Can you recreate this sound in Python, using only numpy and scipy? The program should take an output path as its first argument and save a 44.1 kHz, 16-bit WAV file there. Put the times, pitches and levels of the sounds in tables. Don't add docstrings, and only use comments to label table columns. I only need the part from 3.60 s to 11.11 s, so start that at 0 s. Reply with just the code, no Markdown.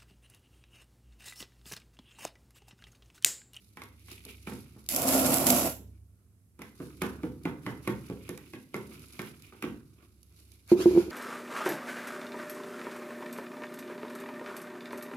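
import sys
import numpy as np
from scipy import signal
from scipy.fft import rfft, irfft
from scipy.io import wavfile

SR = 44100
rng = np.random.default_rng(int(sys.argv[2]) if len(sys.argv) > 2 else 0)


def to_linear_factor(level_db):
    exponent = np.asarray(level_db, float) / 20
    return 10 ** exponent


def to_wav(sig):
    pcm = np.clip(np.atleast_2d(sig), -1, 1) * 32767
    pcm = np.round(pcm).astype(np.int16)
    wavfile.write(sys.argv[1], SR, pcm.T)


N = 331191

# f/Hz, density level/dB
AIR = [(15, -68.5), (25, -46.5), (53, -18), (105, -10), (131, -27), (171, -19), (507, -41.5), (972, -47.5),
       (3870, -54.5), (11800, -46), (16300, -60)]
# t/s, level/dB
HUM = [(0.0, -74), (0.33, -55.5), (1.29, -60), (1.52, -45.5), (1.59, -51), (1.98, -47.5), (2.42, -54),
       (2.71, -74), (3.59, -50.5), (4.13, -65), (4.2, -57), (4.66, -54), (5.1, -86), (5.26, -57.5),
       (5.87, -65.5), (7.04, -61), (7.31, -48), (7.5, -53)]
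HUM_TONES = 69.5, 98.5
# t/s, level/dB
HANDS = [(0, -68.5), (.36, -77), (.8, -72.5), (1.25, -71), (2.2, -74), (2.45, -91), (2.97, -92.5),
         (3.02, -70.5), (3.78, -75.5), (4.2, -78), (4.6, -68.5), (5.07, -75.5), (5.5, -65), (6.0, -71.5),
         (6.3, -80), (6.7, -73), (7.0, -71.5), (7.51, -71)]
# peak t/s, 20 dB fade t/s, fine grit level/dB, leaf level/dB, crumb level/dB
BRUSHES = [(.41, .1, -77, -63.5, -87), (.52, 0.13, -54, -51, -64.5), (0.7, 0.1, -58, -52, -66),
           (.91, 0.27, -56.5, -60.5, -82), (1.19, .08, -71, -75, -67), (2.36, 0.1, -85, -84, -78),
           (2.6, 0.3, -95, -96, -77.5), (3.27, .16, -60.5, -69, -63), (3.47, 0.05, -64, -64, -64),
           (4.04, 0.08, -64.5, -74, -86), (4.25, .06, -58.5, -65, -74), (4.468, 0.07, -62, -58, -72),
           (4.66, 0.28, -70, -60.5, -67), (4.9, 0.14, -65, -63, -68), (5.35, 0.2, -59.5, -57.5, -57),
           (5.54, 0.16, -61, -60.5, -62.5), (5.67, 0.12, -61, -55, -60), (5.849, 0.15, -70.5, -60.5, -73.5),
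           (6.346, 0.24, -77.5, -81, -92), (6.43, 0.11, -75, -71, -65), (6.79, 0.17, -69, -75.5, -73),
           (6.93, 0.08, -67, -69, -75.5)]
# level re tap/dB, 20 dB fade t/s
TRICKLE = [
    (-31.5, 0.1539),
    (-25, 0.08),
    (-19, 0.26),
    (-15, 0.26),
]
# f/Hz, density level/dB
FINE = [(1760, -18), (3000, -6.5), (3310, -14), (3580, -3), (4750, -2.5), (6870, -6.5), (8620, -8.5),
        (11200, -1), (15200, -13.5), (16300, -39.5)]
# f/Hz, density level/dB
CRUMBS = [(350, -24), (600, -10.5), (834, -17), (1290, -3), (1440, -4), (1950, -12.5), (2410, -1),
          (2980, -16.5), (4500, -27.5), (5850, -38.5), (9900, -120)]
# f/Hz, density level/dB
LEAVES = [(1500, -20), (2300, 3.5), (3600, -6.0), (5200, -21.5)]
MURMUR = [(100, -38.0), (150, 3), (210, 0), (350, 3.5), (480, -11), (700, -38.5)]
# t/s, peak level/dB, pan/dB
FAINT_CRUMBS = [(.0443, -54, -1), (.0897, -55, -2), (.287, -52, 2), (.3955, -50, 1), (.409, -54, 1),
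                (.4599, -49, 0), (1.2416, -48, 0), (3.2014, -51, 0), (3.6329, -48, -2), (4.1537, -51, -6),
                (4.8546, -52, -3), (5.3949, -43, -3), (5.4582, -46, -3), (5.468, -48, -3),
                (5.4842, -43, -1), (5.506, -48, -3), (5.673, -42, -2), (6.3398, -56, -3), (6.4251, -57, -1),
                (6.695, -57, -2), (6.7244, -52, -3), (7.0911, -41, 4), (7.0986, -37, 3), (7.2767, -40, 0)]
# t/s, peak level/dB, pan/dB
CLEAR_CRUMBS = [(0.1710, -39, 2), (0.1989, -51, 5), (0.2193, -37, 6), (0.2364, -34, 6), (0.5018, -39, 5),
                (0.5154, -30, 1.5), (0.6384, -44, 4), (0.651, -28, 3), (0.709, -40, 3), (0.87, -41, -14),
                (1.263, -36, 5),
                (2.992, -44, -4), (3.0193, -32.5, 3), (3.4196, -22, 5), (3.835, -40, 3), (3.854, -36.5, 5),
               (4.0638, -41, 0), (4.2764, -28.5, -9), (4.4995, -40, -5), (4.592, -50, -9),
               (4.6915, -28, -3), (4.7758, -33, -8), (4.9344, -39, 2), (5.1428, -30, 2),
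               (5.1642, -37.5, -9), (5.3967, -68, -14), (5.592, -32, 4), (5.6172, -33.5, -10.5),
               (5.6609, -41, -6), (5.822, -38, -6), (6.0241, -28.5, -4), (6.6174, -55, 1), (6.63, -42, -7),
               (6.7633, -49, -6), (6.9183, -40, -7), (7.0766, -40.5, 5)]
# t/s, slap level/dB, thump level/dB, knock
# level/dB, wall pitch f/Hz
NUDGES = [
    (0.172, -36.5, -52, -43, 230),
    (0.2184, -34.5, -50, -57, 308),
    (0.4842, -45.5, -56, -70, 227),
    (0.5146, -53, -55.5, -74, 370),
    (0.652, -60, -56, -55, 240),
    (0.8724, -35, -38, -35, 237),
    (0.9213, -43, -38.5, -46, 232),
    (1.1627, -68, -52.5, -56.5, 210),
    (2.195, -73, -50, -79, 263),
]
# t/s, slap level/dB, thump level/dB, knock level/dB, wall pitch f/Hz
TAPS = [(2.9915, -50, -44, -43, 288), (3.018, -32.5, -46.5, -52, 278), (3.2019, -47, -35, -42, 318),
        (3.4184, -21, -28, -29, 359), (3.4345, -31, -34.5, -29, 380), (3.6334, -35, -28.5, -42, 292),
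        (3.854, -28.5, -28, -29, 271), (4.0644, -26.5, -29.5, -30.5, 270), (4.275, -22, -27.5, -31, 322),
        (4.4991, -39.5, -35, -47, 295), (4.6916, -35, -37.5, -46, 350), (4.7767, -42.5, -61, -56.5, 340),
        (4.9361, -34, -42.5, -65, 330), (5.143, -26, -33, -36.5, 356), (5.5931, -27, -39, -36, 369),
        (5.9242, -48, -53, -49, 385), (6.025, -27.5, -40.5, -37, 360), (6.0399, -31.5, -32.5, -37.5, 270)]
# f/Hz, level/dB, t60/s
WALL = [(1178, 10.5, 0.032), (1400, -6, 0.0097), (2080, -17, 0.013), (2227, 11.5, 0.023), (2430, 8, 0.017),
        (3410, 3, 0.0053), (4830, -17, 0.0079)]
# t/s, peak level/dB, pitch f/Hz
REBOUNDS = [(.184, -50, 253), (.664, -44, 400), (3.213, -40, 300), (3.644, -28, 300), (3.867, -31, 330),
            (4.075, -28, 300), (4.292, -25, 340), (4.4995, -32, 330), (4.511, -31, 310), (4.706, -34, 300),
            (4.945, -38, 260), (5.159, -30, 370), (5.232, -40, 340), (5.304, -45, 358), (5.395, -44, 250),
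            (5.608, -36, 377), (6.074, -32, 280), (6.115, -38, 260)]
# t/s, level/dB
DRAG = [
    (1.288, -37.5),
    (1.36, -36),
    (1.45, -36.5),
    (1.5, -30),
    (1.76, -31),
    (1.85, -34.5),
    (1.875, -28),
    (2.075, -35),
    (2.2, -65.5),
]
# f/Hz, density level/dB
SLIPS = [(60, -18.5), (200, -0.5), (800, -3), (3000, -8.5)]
# f/Hz, width/Hz, level/dB
BIG_POT = [(42, 30, -14), (132, 55, -9.5), (197, 40, -11), (260, 50, -9), (350, 70, -11), (500, 130, -12.5),
           (670, 130, -8), (1053, 260, -16.5), (1403, 160, -17.5)]
# f/Hz, density level/dB
GRIT = [(880, -42), (1500, -11), (1610, -12.5), (1740, -9), (2420, -4), (3800, -9), (5020, -5), (6700, -5),
        (7630, -0.5), (8690, -9), (11500, 1), (15200, -7), (16300, -25)]
# t/s, peak level/dB, pan/dB
CRACKS = [(1.289, -14, 5), (1.3226, -21.5, -0.5), (1.3383, -27.5, -0.5), (1.3477, -17, 8.5),
          (1.3628, -11.5, 1.5), (1.3664, -26.5, -7.5), (1.4196, -20, -6), (1.4744, -19, -1),
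          (1.4825, -14.5, 1), (1.488, -14, 1.5), (1.7374, -17, -4), (1.742, -13, -6), (1.7705, -17, -3.5),
          (1.7837, -18, -3.5), (1.8597, -25, 2), (1.8682, -8, -3), (1.8723, -21.5, -7.5),
          (1.8824, -21.5, 2.5), (1.888, -17.5, -9.5), (1.8948, -16, 3.5), (1.9032, -7, -2.5),
          (1.9064, -10.5, -3), (1.924, -17, -5), (1.9629, -26, 1), (1.975, -19, -4), (1.9863, -17, 9),
          (2.0635, -23, -5)]
# t/s, level/dB
JERKS = [(1.34, -36), (1.41, -37), (1.455, -33), (1.49, -29), (1.555, -28), (1.585, -28), (1.62, -29),
         (1.66, -28), (1.72, -27), (1.785, -28), (1.872, -26), (1.912, -27), (1.95, -28), (2.05, -30),
         (2.08, -39)]
# t/s, f/Hz
BELLY = [(1.3, 245), (1.4, 266), (1.5, 263), (1.56, 268), (1.8, 262), (1.87, 252), (1.96, 255), (2.05, 284),
         (2.2, 270)]
# t/s, peak level/dB, pan/dB
CRUSHES = [(1.4874, -27, 0), (1.5243, -26, 0), (1.565, -28, 0), (1.594, -27, 0), (1.647, -22, 0),
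           (1.7363, -30, 0), (1.8675, -26, 0), (1.9018, -19, 0), (1.9314, -25, 0), (1.9728, -29, 0)]
# peak t/s, 20 dB fade t/s, level/dB, f/Hz
SQUEAKS = [
    (2.36, .09, -82, 2280),
    (2.61, .1, -88, 1430),
    (6.435, .05, -68, 1130),
    (7.41, .08, -52, 1400),
]
# t/s, level/dB
SCUFF = [(7.07, -76), (7.1, -49), (7.122, -45), (7.154, -63), (7.215, -39.5), (7.256, -50.5), (7.41, -48),
         (7.492, -61.5), (7.51, -46)]
# f/Hz, density level/dB
SCUFF_COLOUR = [(530, 4), (900, -4.5), (1620, -13.5), (1910, -19), (2340, -9), (2970, -14.5), (3120, -10.5),
                (4160, -7), (4860, -9.5), (9000, -19), (11700, -58), (19800, -120)]
# t/s, delay/ms, echo share
TILT = [
    (7.13, .45, .3),
    (7.17, .85, .7),
    (7.245, .55, .7),
    (7.28, .42, .15),
]
# t/s, peak level/dB, lowest mode level/dB, free ringing t/s, pitch share
SET_DOWN = [(7.1167, -12, -5, .02, 1.0), (7.152, -25, -8, .016, 1.1), (7.191, -25, -12, .008, .97),
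            (7.202, -24, -20, .013, 1.05), (7.226, -31, -20, .015, 1.0), (7.2572, -12, -9, .029, 1.0),
            (7.308, -27, -8, .015, 1.07), (7.332, -27, -8, .012, .95), (7.35, -23, -25, .012, 1.0),
            (7.362, -19, -15, .01, 1.0), (7.3735, -14, -6, .014, 1.0), (7.4, -26, -12, .015, 1.03),
            (7.48, -33, -10, .015, 1.0)]
# f/Hz, level/dB, t60/s
SMALL_POT = [(232, 0.5, 0.11), (345.8, 4.5, 0.18), (385, -15, 0.022), (620, -14, .05), (930, -19, 0.04)]
# f/Hz, t60/s
PORCH = [(100, 0.74), (250, 0.41), (600, 0.36), (1500, 0.35), (4000, 0.35), (11000, 0.31)]
# f/Hz, likeness
LIKENESS = [(60, .93), (250, 0.87), (500, .96), (1000, .35), (3000, 0.041), (12000, 0.027)]
# f/Hz, left minus right level/dB
PORTS = [(60, -2.3), (250, -1.8), (700, -1.5), (2300, -3.5), (3500, -1), (5500, 3.5), (10500, -10),
         (14500, 0)]


def in_time(rows, outside=None):
    s, *columns = np.transpose(rows)
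    return [np.interp(np.arange(N) / SR, s, column, outside, outside) for column in columns]


def at_hz(points, hz):
    known_hz, value = np.array(points).T
    return np.interp(np.log(hz), np.log(known_hz), value)


def bins_hz(n):
    return np.maximum(np.fft.rfftfreq(n, 1 / SR), 1)


def rms_one(x):
    return x / np.sqrt(np.mean(x ** 2) + 1e-20)


def decay(t, t60):
    return to_linear_factor(-60 * t / t60)


def lay(out, s, sound):
    at = round(s * SR)
    out[..., at:at + sound.shape[-1]] += sound


def drift(rate):
    r = np.exp(-2 * np.pi * rate / SR)
    slow = signal.lfilter([1], [1, -2 * r, r * r], rng.standard_normal(N + SR))
    return rms_one(slow[SR:])


def band_pass(x, low_hz, high_hz):
    return signal.sosfilt(signal.butter(2, [low_hz, high_hz], "band", fs=SR, output="sos"), x)


def shape(x, spectrum):
    n = x.shape[-1]
    return rms_one(irfft(rfft(x) * to_linear_factor(at_hz(spectrum, bins_hz(n))), n)) * np.std(x)


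def colour(x, spectrum):
    n = x.shape[-1]
    alike = np.clip(at_hz(LIKENESS, bins_hz(n)), 0, 1)
    mid, side = rfft(x) * to_linear_factor(at_hz(spectrum, bins_hz(n)))
    both = np.sqrt(1 + alike) * mid + np.sqrt(1 - alike) * side * [[1], [-1]]
    return rms_one(irfft(both, n))


def grains(per_s, spread_db, smooth):
    struck = rng.random(N) < per_s / SR
    sizes = to_linear_factor(spread_db * np.minimum(rng.exponential(1, N), 4)) * struck
    envelope = rms_one(signal.lfilter([1], [1, -decay(1 / SR, 0.028)], sizes))
    return rng.standard_normal((2, N)) * (smooth + envelope)


def swells(s, db, rise_s, fall_s):
    steps = np.arange(0, N + 32, 32)
    t = steps[:, None] / SR - s
    power = to_linear_factor(db - 20 * np.where(t < 0, -t / rise_s, t / fall_s)) ** 2
    return np.interp(np.arange(N), steps, np.sqrt(power.sum(axis=1)))


def snaps(rows, t60):
    t = np.arange(int(.02 * SR)) / SR
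    out = np.zeros((2, N + SR))
    for s, db, pan_db in rows:
        burst = rng.standard_normal((2, len(t))) * decay(t, t60)
        lay(out, s, to_linear_factor(db) * to_linear_factor([[pan_db / 2], [-pan_db / 2]]) * burst)
    return out[:, :N]


def wavering(hz, width_hz):
    phase = 2 * np.pi * np.cumsum(hz + width_hz * drift(width_hz)) / SR
    return to_linear_factor(2.5 * drift(width_hz)) * np.sin(phase)


def background():
    t = np.arange(N) / SR
    out = to_linear_factor(-63) * colour(rng.standard_normal((2, N)), AIR)
    swell_db, = in_time(HUM)
    for hz, level_db in zip(HUM_TONES, [swell_db, swell_db - 3]):
        phase = 2 * np.pi * (hz * t + np.cumsum(1.5 * drift(2.4)) / SR)
        out = out + to_linear_factor(level_db + 2.5 + 1.6 * drift(3.6)) * np.sin(phase)
    return out


def rustle():
    busy_db, = in_time(HANDS)
    at, fade_s, fine_db, leaf_db, crumb_db = np.transpose(BRUSHES)
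    s, slap_db, thump_db, knock_db, _ = np.transpose(NUDGES + TAPS)
    hands_below_db = [0, -11, -10.5, -2.5]
    brushes_db = [fine_db, leaf_db, crumb_db, crumb_db + 1]
    taps_db = [slap_db, slap_db, knock_db, thump_db]
    jolt_s, swing_s, swing_db = 0.005, 0.04, -11
    gains = []
    for below_db, brush_db, tap_db, (loss_db, fall_s) in zip(hands_below_db, brushes_db, taps_db, TRICKLE):
        brush = swells(at, brush_db, 0.62 * fade_s, fade_s)
        trickle = swells(s, tap_db + loss_db, jolt_s, fall_s)
        swing = swells(s, tap_db + loss_db + swing_db, swing_s, jolt_s)
        gains.append(to_linear_factor(busy_db + below_db) + brush + trickle + swing)
    fine_gain, leaf_gain, crumb_gain, wall_gain = gains
    fine = colour(grains(per_s=260, spread_db=0.0, smooth=1.0), FINE)
    rough = grains(per_s=210, spread_db=2.0, smooth=0.7)
    crumbs = band_pass(colour(rough, CRUMBS), 450, 1400)
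    leaves = colour(rough[::-1], LEAVES)
    coarse = leaf_gain * leaves + crumb_gain * crumbs
    wall = colour(rng.standard_normal((2, N)), MURMUR)
    return fine_gain * to_linear_factor(0.8 * drift(7.1)) * fine + to_linear_factor(0.5 * drift(4.7)) * coarse + wall_gain * wall


def single_crumbs():
    faint = shape(snaps(FAINT_CRUMBS, t60=0.012), FINE) * to_linear_factor(-7.0)
    clear = shape(snaps(CLEAR_CRUMBS, t60=0.016), FINE) * to_linear_factor(-9.5)
    return faint + clear


def taps():
    t = np.arange(int(.15 * SR)) / SR
    out = np.zeros(N + SR)
    for s, slap_db, thump_db, knock_db, hz in NUDGES + TAPS:
        thump = sum(to_linear_factor(db) * np.cos(2 * np.pi * hz * ratio * t) * decay(t, t60)
                    for ratio, db, t60 in [(.62, -3.5, 0.061), (1.0, 8, 0.042), (1.4, -10.5, 0.048)])
        thump = -thump * np.clip(t / 0.0028, 0, 1)
        stretch = 1 + 0.05 * rng.standard_normal()
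        slap = 0
        for luck, (f, db, t60) in zip(rng.standard_normal(len(WALL)), WALL):
            mode = np.sin(2 * np.pi * f * (stretch + 0.02 * luck) * t)
            slap = slap + to_linear_factor(db + 2.0 * luck) * mode * decay(t, t60)
        low, middle, high = rng.standard_normal((3, len(t)))
        soil = (to_linear_factor(thump_db + 17.5) * band_pass(low * decay(t, 0.16), 120, 348)
                + to_linear_factor(knock_db + 3) * band_pass(middle * decay(t, 0.14), 750, 1460)
                + to_linear_factor(slap_db - 1.5) * band_pass(high * decay(t, 0.06), 1094, 2300))
        lay(out, s, to_linear_factor(thump_db + 1.0) * thump + to_linear_factor(slap_db - 18) * slap + soil)
    return band_pass(out[:N], 85, 9000)


def rebounds():
    t = np.arange(int(.1 * SR)) / SR
    out = np.zeros(N + SR)
    for s, db, hz in REBOUNDS:
        ring = sum(to_linear_factor(mode_db) * np.sin(2 * np.pi * hz * ratio * t)
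                   for ratio, mode_db in [(1, 0), (1.45, -13.0), (.6, -1.5)])
        lay(out, s, to_linear_factor(db) * decay(t, .06) * np.clip(t / .002, 0, 1) * ring)
    return band_pass(out[:N], 90, 3000)


def body(x):
    out = 0
    for k, (hz, width, db) in enumerate(BIG_POT):
        r = np.exp(-np.pi * width / SR)
        zeros = [(1 - r * r) / 2, 0, (r * r - 1) / 2]
        poles = [1, -2 * r * np.cos(2 * np.pi * hz / SR), r * r]
        out = out + (-1) ** k * to_linear_factor(db) * signal.lfilter(zeros, poles, x)
    return rms_one(out)


def patchy(x, depth_db, rate):
    edges = np.geomspace(1000, 19000, 7)
    out = 0
    for k, (low, high) in enumerate(zip(edges, edges[1:])):
        out = out + (-1) ** k * to_linear_factor(depth_db * drift(rate)) * band_pass(x, low, high)
    return out


def drag():
    t = np.arange(N) / SR
    hiss_db, = in_time(DRAG, outside=-150)
    going = np.clip((t - DRAG[0][0]) / .12, .17, 1) * (hiss_db > -140)
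    stop_db = 194 * np.maximum(t - DRAG[-2][0], 0)
    rumble_db = -30 + 0.59 * (hiss_db + 32.5) - stop_db
    slips = colour(grains(per_s=320, spread_db=3.5, smooth=4.2), SLIPS)
    rumble = going * to_linear_factor(rumble_db) * body(slips)
    grit = colour(grains(per_s=500, spread_db=2.5, smooth=1.2), GRIT)
    hiss = to_linear_factor(hiss_db - 1.5) * patchy(grit, depth_db=.9, rate=18)
    cracks = band_pass(shape(snaps(CRACKS, t60=0.013), GRIT), 3500, 19000) * to_linear_factor(-5.0)
    return rumble + hiss + cracks


def belly():
    s, db = np.transpose(JERKS)
    pitch_hz, = in_time(BELLY)
    return swells(s, db + 2.5, rise_s=.025, fall_s=.05) * wavering(pitch_hz, width_hz=9)


def crushes():
    return band_pass(snaps(CRUSHES, t60=.02), 1300, 7000)


def squeaks():
    return sum(swells(s, db, fade_s, fade_s) * wavering(hz, width_hz=60) for s, fade_s, db, hz in SQUEAKS)


def scuff():
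    press_db, = in_time(SCUFF, outside=-150)
    rough = grains(per_s=1500, spread_db=3.5, smooth=1.5)
    grit = colour(rough, SCUFF_COLOUR)
    delay_ms, share = in_time(TILT)
    late = np.arange(N) - delay_ms * SR / 1000
    grit = grit + share * np.array([np.interp(late, np.arange(N), side) for side in grit])
    low = to_linear_factor(press_db + 12.0) * band_pass(grit, 1210, 3370)
    high = to_linear_factor(press_db + 8.5) * band_pass(grit, 2520, 9100)
    fine = to_linear_factor(press_db - 4) * band_pass(colour(rough, FINE), 6400, 16500)
    return low + high + fine


def set_down():
    t = np.arange(int(.12 * SR)) / SR
    out = np.zeros(N + SR)
    for s, db, low_db, free_s, share in SET_DOWN:
        modes = [to_linear_factor(level_db) * np.sin(2 * np.pi * hz * share * t) * decay(t, t60)
                 for hz, level_db, t60 in SMALL_POT]
        settled = decay(np.maximum(t - free_s, 0), 0.04)
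        soft = np.clip(t / 0.0016, 0, 1)
        lay(out, s, -to_linear_factor(db) * soft * settled * (to_linear_factor(low_db) * modes[0] + sum(modes[1:])))
    return band_pass(out[:N], 90, 6000)


def porch(x, wet_db):
    t = np.arange(int(.7 * SR)) / SR
    white = colour(rng.standard_normal((2, len(t))), [(20, 0), (20000, 0)])
    edges = np.geomspace(40, 18000, 10)
    tail = 0
    for low, high in zip(edges, edges[1:]):
        t60 = at_hz(PORCH, np.sqrt(low * high))
        tail = tail + band_pass(white, low, high) * decay(t, t60) / np.sqrt(t60 * SR / 14)
    tail = tail * np.clip(t / 0.011, 0, 1)
    return x + to_linear_factor(wet_db) * signal.fftconvolve(np.atleast_2d(x), tail, axes=1)[:, :N]


def scene():
    around = background() + rustle()
    small_pot = porch(taps() + rebounds(), wet_db=7.0)
    big_pot = drag() + belly() + crushes()
    near = porch(single_crumbs() + big_pot + squeaks() + scuff(), wet_db=-3)
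    landing = porch(set_down(), wet_db=0.5)
    return around + small_pot + near + landing


def low_pass(x):
    return signal.sosfilt(signal.butter(12, 16780, fs=SR, output="sos"), x)


def record(dry):
    lean_db = at_hz(PORTS, bins_hz(N)) / 2
    left, right = irfft(rfft(dry) * to_linear_factor([lean_db, -lean_db]), N)
    lag = 4
    ports = np.array([left, np.concatenate([np.zeros(lag), right[:N - lag]])])
    ports = signal.sosfilt(signal.butter(2, 45, "high", fs=SR, output="sos"), ports)
    ports = signal.sosfilt(signal.cheby2(12, 50, 16900, fs=SR, output="sos"), ports)
    return low_pass(ports)


dry = scene()
out = record(dry)
to_wav(out)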